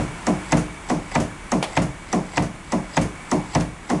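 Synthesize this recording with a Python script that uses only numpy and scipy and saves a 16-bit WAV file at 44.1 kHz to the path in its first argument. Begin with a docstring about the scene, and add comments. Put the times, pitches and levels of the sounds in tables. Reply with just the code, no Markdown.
"""A large wooden escapement beats a limping tick-tock, close to one microphone in a small, quiet workshop.
A tooth rubs off one pallet, now and then snagging or squeaking, and the next lands on the other: a sharp
contact click, then a knock that spreads through wheel and frame, treble first and bass later. On the tock
the tooth also seats with a crack and recoils. A loose part clacks; the room rumbles and hisses behind."""
import sys
import numpy as np
from scipy import signal
from scipy.io import wavfile
from scipy.ndimage import uniform_filter1d

SR = 44100
rng = np.random.default_rng(int(sys.argv[2]) if len(sys.argv) > 2 else 0)


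def bounce(signal):
    """Save signal as a 16-bit WAV file at the path given by the first command-line argument."""
    frames = np.transpose(np.atleast_2d(signal))
    limited = np.clip(frames, -1, 1)
    pcm = np.round(limited * 32767).astype(np.int16)
    wavfile.write(sys.argv[1], SR, pcm)


N = 176400
AGE = np.arange(SR // 2) / SR   # time since a blow [s]
BAND_HZ = 25 * 2 ** (np.arange(28) / 3)
BAND_FILTERS = [signal.butter(2, [hz * 2 ** (-1 / 6), hz * 2 ** (1 / 6)], "band", fs=SR, output="sos")
                for hz in BAND_HZ]


def from_db(db):
    """Decibels as an amplitude factor."""
    return 10 ** (np.asarray(db) / 20)


def at_bands(points, below=None):
    """A table read at the third-octave centres, as a column."""
    hz, value = np.transpose(points)
    return np.interp(np.log(BAND_HZ), np.log(hz), value, left=below)[:, None]


def add(out, s, sound):
    """Mix a sound in at time s."""
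    i = int(s * SR)
    part = sound[max(-i, 0):max(N - i, 0)]
    out[max(i, 0):max(i, 0) + len(part)] += part


def band_noise(size):
    """Third-octave bands of noise, rms 1 each."""
    white = rng.standard_normal((2, size + SR // 10))
    bands = np.array([signal.sosfilt(sos, white[k % 2])[-size:] for k, sos in enumerate(BAND_FILTERS)])
    return bands / bands.std(axis=1, keepdims=True)


def coloured_noise(colour, resonances):
    """Steady broad noise, plus noise passed twice through each narrow resonance."""
    out = (from_db(at_bands(colour)) * band_noise(N)).sum(0)
    for hz, width, db in resonances:
        b, a = signal.iirpeak(hz, hz / width, fs=SR)
        band = signal.lfilter(b, a, signal.lfilter(b, a, rng.standard_normal(N)))
        out += from_db(db) * band / band.std()
    return out


# Room tone of the workshop: (frequency [Hz], third-octave level [dB])
ROOM_COLOUR = [(25, -52), (40, -47.5), (58, -48.5), (80, -52.5), (120, -56), (170, -45.5), (230, -52.5),
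               (300, -47.5), (450, -55.5), (950, -47.5), (1500, -48), (2100, -48.5), (3200, -53.5),
               (4500, -61), (7700, -52.5), (10000, -55)]
# Narrow bands of hiss in the background: (frequency [Hz], width [Hz], level [dB])
ROOM_WHIRR = [(1025, 98, -55.5), (2256, 85, -50)]
# Slow drift of the room tone: (time [s], gain [dB])
ROOM_DRIFT = [(0, 2), (.45, 3), (.8, 0), (1.4, -0.5), (2, -1.5), (2.65, -2.5), (3.25, 0), (3.8, -3),
              (4, -1.5)]
def room_tone():
    """Soft rumble and hiss all round the microphone."""
    drift_db = np.interp(np.arange(N) / SR, *np.transpose(ROOM_DRIFT))
    return from_db(drift_db) * coloured_noise(ROOM_COLOUR, ROOM_WHIRR)


# Reverberation of the workshop: (frequency [Hz], t60 [s])
ROOM_DECAY = [(100, 0.39), (500, 0.49), (2000, 0.31), (8000, 0.38)]
def envelopes(colour, t60, travel_s, rise_s, room_db):
    """Each band arrives, builds up and dies into the room; the bass travels slower (times at 1 kHz)."""
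    slowness = np.sqrt(1000 / BAND_HZ)[:, None]
    t = np.maximum(AGE - travel_s * slowness, 0)
    swell = 1 - np.exp(-t / (rise_s * slowness))
    room_tail = from_db(room_db - 60 * t / at_bands(ROOM_DECAY))
    decay = np.hypot(from_db(-60 * t / t60), room_tail)
    return from_db(at_bands(colour, below=-120)) * swell * decay


def knock(shape, grain=None, alike=0.74):
    """A blow on dense wood resonances; a pallet's grain, if given, is the share that always sounds alike."""
    noise = band_noise(len(AGE))
    if grain is not None:
        noise = np.sqrt(alike) * grain + np.sqrt(1 - alike) * noise
    bands = shape * noise
    gains = np.sqrt((shape ** 2).sum(1) / (bands ** 2).sum(1))   # every band keeps its energy
    return gains @ bands


# Ring of the tooth tip: (frequency [Hz], t60 [s], level [dB])
TOOTH_MODES = [(5350, 0.017, -39), (5730, 0.0098, -25.5), (6300, 0.02, -26.5), (7230, 0.0093, -24),
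               (7000, 0.0088, -31.5), (9900, 0.0036, -28)]
def click(second_touch_s=0.001181, second_db=-4):
    """The tooth tip touches twice in quick succession and rings briefly."""
    out = 0
    for delay, touch_db in ((0, 0), (second_touch_s * rng.uniform(0.594, 1.36), second_db)):
        t = np.maximum(AGE - delay, 0)
        for hz, t60, db in TOOTH_MODES:
            decay = from_db(db + touch_db + rng.normal(0, 3.4) - 60 * t / t60)
            out += decay * np.sin(2 * np.pi * hz * rng.normal(1, 0.027) * t)
    return out


# A loose wooden part clacks: (time [s], gain [dB])
CLACK_HITS = [(1.626, 0.5), (1.639, -4.5)]
# Its thin, bright wood: (frequency [Hz], third-octave level [dB])
CLACK_COLOUR = [(200, -73), (450, -24), (750, -20.5), (1300, -32.5), (2700, -25), (4000, -29),
                (6500, -33.5), (10000, -31.5)]
# The tooth tip bounces on the pallet once more: (time [s], gain [dB])
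TOOTH_BOUNCES = [(3.608, -8.5)]
def clacks():
    """A loose part and a bouncing tooth clack between the beats."""
    out = np.zeros(N)
    shape = envelopes(CLACK_COLOUR, t60=0.058, travel_s=0.00024, rise_s=0.00086, room_db=-15)
    for s, db in CLACK_HITS:
        add(out, s, from_db(db) * knock(shape))
    for s, db in TOOTH_BOUNCES:
        add(out, s, from_db(db) * (click() + from_db(-3) * knock(shape)))
    return out


# A tooth sticks and squeaks: (time [s], length [s], frequency [Hz], level [dB])
TOOTH_SQUEAKS = [(1.113, .014, 4850, -41), (2.933, .01, 4990, -39), (2.956, .011, 4950, -32),
                 (2.953, .016, 7750, -37), (3.28, .035, 7800, -43), (3.517, .013, 4900, -44)]
def squeaks():
    """Brief, thin stick-slip tones just before a tooth drops."""
    out = np.zeros(N)
    for s, length, hz, db in TOOTH_SQUEAKS:
        arch = np.sin(np.pi * np.minimum(AGE / length, 1))
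        add(out, s, from_db(db) * arch * np.sin(2 * np.pi * hz * AGE))
    return out


# The sliding tooth snags: (time [s], gain [dB])
TOOTH_SNAGS = [(.452, -4), (.497, -4), (1.115, 9.5), (1.73, 7), (2.333, 7.5)]
# Scuff of a snag: (frequency [Hz], third-octave level [dB])
SNAG_COLOUR = [(400, -50), (850, -31.5), (1400, -51), (2200, -36.5), (3300, -60), (5000, -58), (8000, -48),
               (10000, -56)]
def snags():
    """Short, soft scuffs as a tooth catches on the pallet, close and almost dry."""
    out = np.zeros(N)
    shape = envelopes(SNAG_COLOUR, t60=0.038, travel_s=0.0004, rise_s=0.003, room_db=-28)
    for s, db in TOOTH_SNAGS:
        add(out, s, from_db(db) * knock(shape))
    return out


# Friction of tooth on pallet: (frequency [Hz], third-octave level [dB])
RUB_COLOUR = [(500, -47.5), (1400, -61), (3300, -44.5), (6000, -45), (8500, -64), (10000, -54)]
# Resonances that the rubbing excites: (frequency [Hz], width [Hz], level [dB])
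RUB_RESONANCES = [(850, 250, -38), (2020, 200, -39.5), (4800, 300, -49), (7690, 400, -41.5)]
def rubbing(tick_db=-7, tock_db=0, rough_db=3, swell_s=0.0064, slide_s=0.078, slide_db=-7):
    """A tooth slides quietly and unevenly along the pallet, then swells just before it drops off."""
    t, level = np.arange(N) / SR, np.zeros(N)
    for beats, db in ((TICK_BEATS, tick_db), (TOCK_BEATS, tock_db)):
        for s, *_ in beats:
            ahead = np.maximum(s - t, 0)
            slide = from_db(slide_db) * np.exp(-ahead / slide_s)
            level += (t < s) * from_db(db) * (slide + np.exp(-ahead / swell_s))
    uneven = uniform_filter1d(rng.standard_normal(N), size=300)
    return level * from_db(rough_db * uneven / uneven.std()) * coloured_noise(RUB_COLOUR, RUB_RESONANCES)


# Bending wave as it reaches the microphone: (time after the blow [s], level [dB])
BEND_ENVELOPE = [(0, -39), (.006, -23.5), (.014, -31.5), (.025, -15.5), (.04, -24), (.055, -21),
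                 (.075, -24), (.1, -36)]
def bending_wave(floor_hz=103.76, excess_hz=179.56, fall_power=1.15):
    """Short waves run through the wood faster than long ones, so a blow arrives as a falling sweep."""
    fall = (np.maximum(AGE, 0.0035) / 0.025) ** -fall_power   # 1 at 25 ms
    hz = floor_hz + excess_hz * rng.normal(1, 0.043) * fall
    level_db = np.interp(AGE, *np.transpose(BEND_ENVELOPE), right=-np.inf)
    return from_db(level_db) * np.sin(2 * np.pi * np.cumsum(hz) / SR)


# Modes of wheel and frame: (frequency [Hz], t60 [s], tick level [dB], tock level [dB])
FRAME_MODES = [(55.6, 0.41, -29.5, -20), (103.6, 0.34, -49, -26), (140.5, 0.38, -36.5, -19.5),
               (167, 0.31, -30, -14), (185.25, 0.42, -19.5, -20.5), (227.9, 0.27, -18.5, -16),
               (254.6, 0.11, -25, -15.5), (300, 0.35, -17.5, -15), (369.5, 0.29, -21.5, -30),
               (540.4, 0.29, -27.5, -25), (640.4, 0.36, -30, -26), (712.5, 0.24, -24.5, -22.5),
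               (909.5, 0.12, -25, -19.5), (1007, 0.14, -23, -29), (2016, 0.06, -24.5, -15.5)]
def frame_ring(beat, travel_s, rise_s=0.013, scatter_db=1):
    """The modes swell as the blow spreads through the frame, then ring out (times at 300 Hz)."""
    out = 0
    for k, (hz, t60, tick_db, tock_db) in enumerate(FRAME_MODES):
        slowness = np.sqrt(300 / hz)
        t = np.maximum(AGE - travel_s * slowness, 0)
        swell = 1 - np.exp(-t / (rise_s * slowness))
        db = rng.normal(tick_db if beat == "tick" else tock_db, scatter_db)
        detune = rng.normal(1, 0.007)   # the modes shift as the wheel turns
        out += (-1) ** k * swell * from_db(db - 60 * t / t60) * np.sin(2 * np.pi * hz * detune * t)
    return out


# Ring time of the wood, on tick and tock alike: (frequency [Hz], t60 [s])
WOOD_DECAY = [(100, 0.52), (300, 0.2), (700, 0.18), (1100, 0.092), (2000, 0.086), (4000, 0.043),
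              (10000, 0.01)]
# Wood struck at the first pallet: (frequency [Hz], third-octave level [dB])
TICK_COLOUR = [(90, -38), (160, -34), (300, -22.5), (430, -25), (600, -22), (1000, -22), (1450, -38.5),
               (1950, -28), (3200, -39), (6200, -30.5), (10000, -36)]
# A tooth lands on the first pallet: (time [s], body gain [dB], click gain [dB])
TICK_BEATS = [(.268, 1, 2), (0.898, 0.5, -4), (1.518, 0.5, 3), (2.128, 0.5, -0.5), (2.721, -1, -1.5),
              (3.314, 1, 0), (3.899, 0.5, -6.5)]
def ticks():
    """The lighter beat, close by: a click and a knock that sweeps downwards."""
    out, grain = np.zeros(N), band_noise(len(AGE))
    wood = envelopes(TICK_COLOUR, at_bands(WOOD_DECAY), travel_s=0.0003, rise_s=0.0035, room_db=-9.5)
    for s, body_db, click_db in TICK_BEATS:
        body = knock(wood, grain) + bending_wave() + frame_ring("tick", travel_s=0.00706)
        add(out, s, from_db(body_db) * body + from_db(click_db) * click())
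    return out


# Knock, seating crack and recoil at the second pallet: (frequency [Hz], third-octave level [dB])
TOCK_COLOUR = [(90, -34.5), (140, -24.5), (260, -29.5), (450, -30.5), (700, -22.5), (1000, -23),
               (1400, -27.5), (2100, -31), (4000, -34), (7000, -33), (10000, -38.5)]
SEAT_COLOUR = [(400, -22), (900, -34), (1500, -21.5), (2150, -14), (3100, -29), (5000, -29), (7500, -36),
               (10000, -59)]
RECOIL_COLOUR = [(140, -31.5), (270, -30), (450, -30), (1000, -37), (2300, -39), (4000, -49), (6200, -37),
                 (7700, -40), (10000, -40)]
# A tooth lands on the second pallet: (time [s], knock [dB], frame [dB], bending wave [dB], click [dB],
# seat delay [s], seat [dB], recoil delay [s], recoil [dB])
TOCK_BEATS = [(-.05, 5.5, -1, -24, 2, 0.007, 5.5, 0.062, -9), (0.521, 1.5, 3, -1, 6, 0.0066, 2, 0.046, 1.5),
              (1.1525, 1.5, -0.5, -2.5, -3, 0.0059, 0, 0.046, 0.5),
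              (1.767, 1, -0.5, 1.5, -3.5, .007, 3.5, .049, -1.5),
              (2.371, 0, -1.5, -4.5, -0.5, .007, 4.5, .049, -3),
              (2.968, 2, 0.5, -9, 2.5, 0.007, 2, 0.043, 0.5),
              (3.55, 2, -0.5, 1, 0.5, 0.006, -2.5, 0.048, -4)]
def tocks():
    """The heavier beat, close by: click, deep knock, the crack of the tooth seating, a scuff on recoil."""
    out, grain, seat_grain = np.zeros(N), band_noise(len(AGE)), band_noise(len(AGE))
    wood = envelopes(TOCK_COLOUR, at_bands(WOOD_DECAY), travel_s=0.00021, rise_s=0.0026, room_db=-11.5)
    seat = envelopes(SEAT_COLOUR, t60=0.016, travel_s=0.0003, rise_s=0.0007, room_db=-25)
    recoil = envelopes(RECOIL_COLOUR, t60=0.21, travel_s=0.0004, rise_s=0.0039, room_db=-8)
    for s, knock_db, frame_db, bend_db, click_db, seat_s, seat_db, recoil_s, recoil_db in TOCK_BEATS:
        add(out, s, from_db(knock_db) * knock(wood, grain))
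        add(out, s, from_db(click_db) * click())
        add(out, s, from_db(frame_db) * frame_ring("tock", travel_s=0.00394))
        add(out, s, from_db(bend_db) * bending_wave())
        add(out, s + seat_s, from_db(seat_db) * knock(seat, seat_grain))
        add(out, s + recoil_s, from_db(recoil_db) * knock(recoil))
    return out


def scene():
    """The escapement in front, the workshop behind, on one mono microphone."""
    return (ticks() + tocks() + rubbing() + snags() + squeaks() + clacks() + room_tone())[None]


def record(dry):
    """The highest treble steps down, then is cut."""
    edge_hz, shelf_db, cutoff_hz = 10450, -16, 12050
    below = signal.sosfilt(signal.cheby1(12, 0.3, edge_hz, fs=SR, output="sos"), dry)
    above = signal.sosfilt(signal.butter(10, edge_hz, "high", fs=SR, output="sos"), dry)
    shelved = below + from_db(shelf_db) * above
    return signal.sosfilt(signal.cheby1(12, 0.3, cutoff_hz, fs=SR, output="sos"), shelved)


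dry = scene()
out = record(dry)
bounce(out)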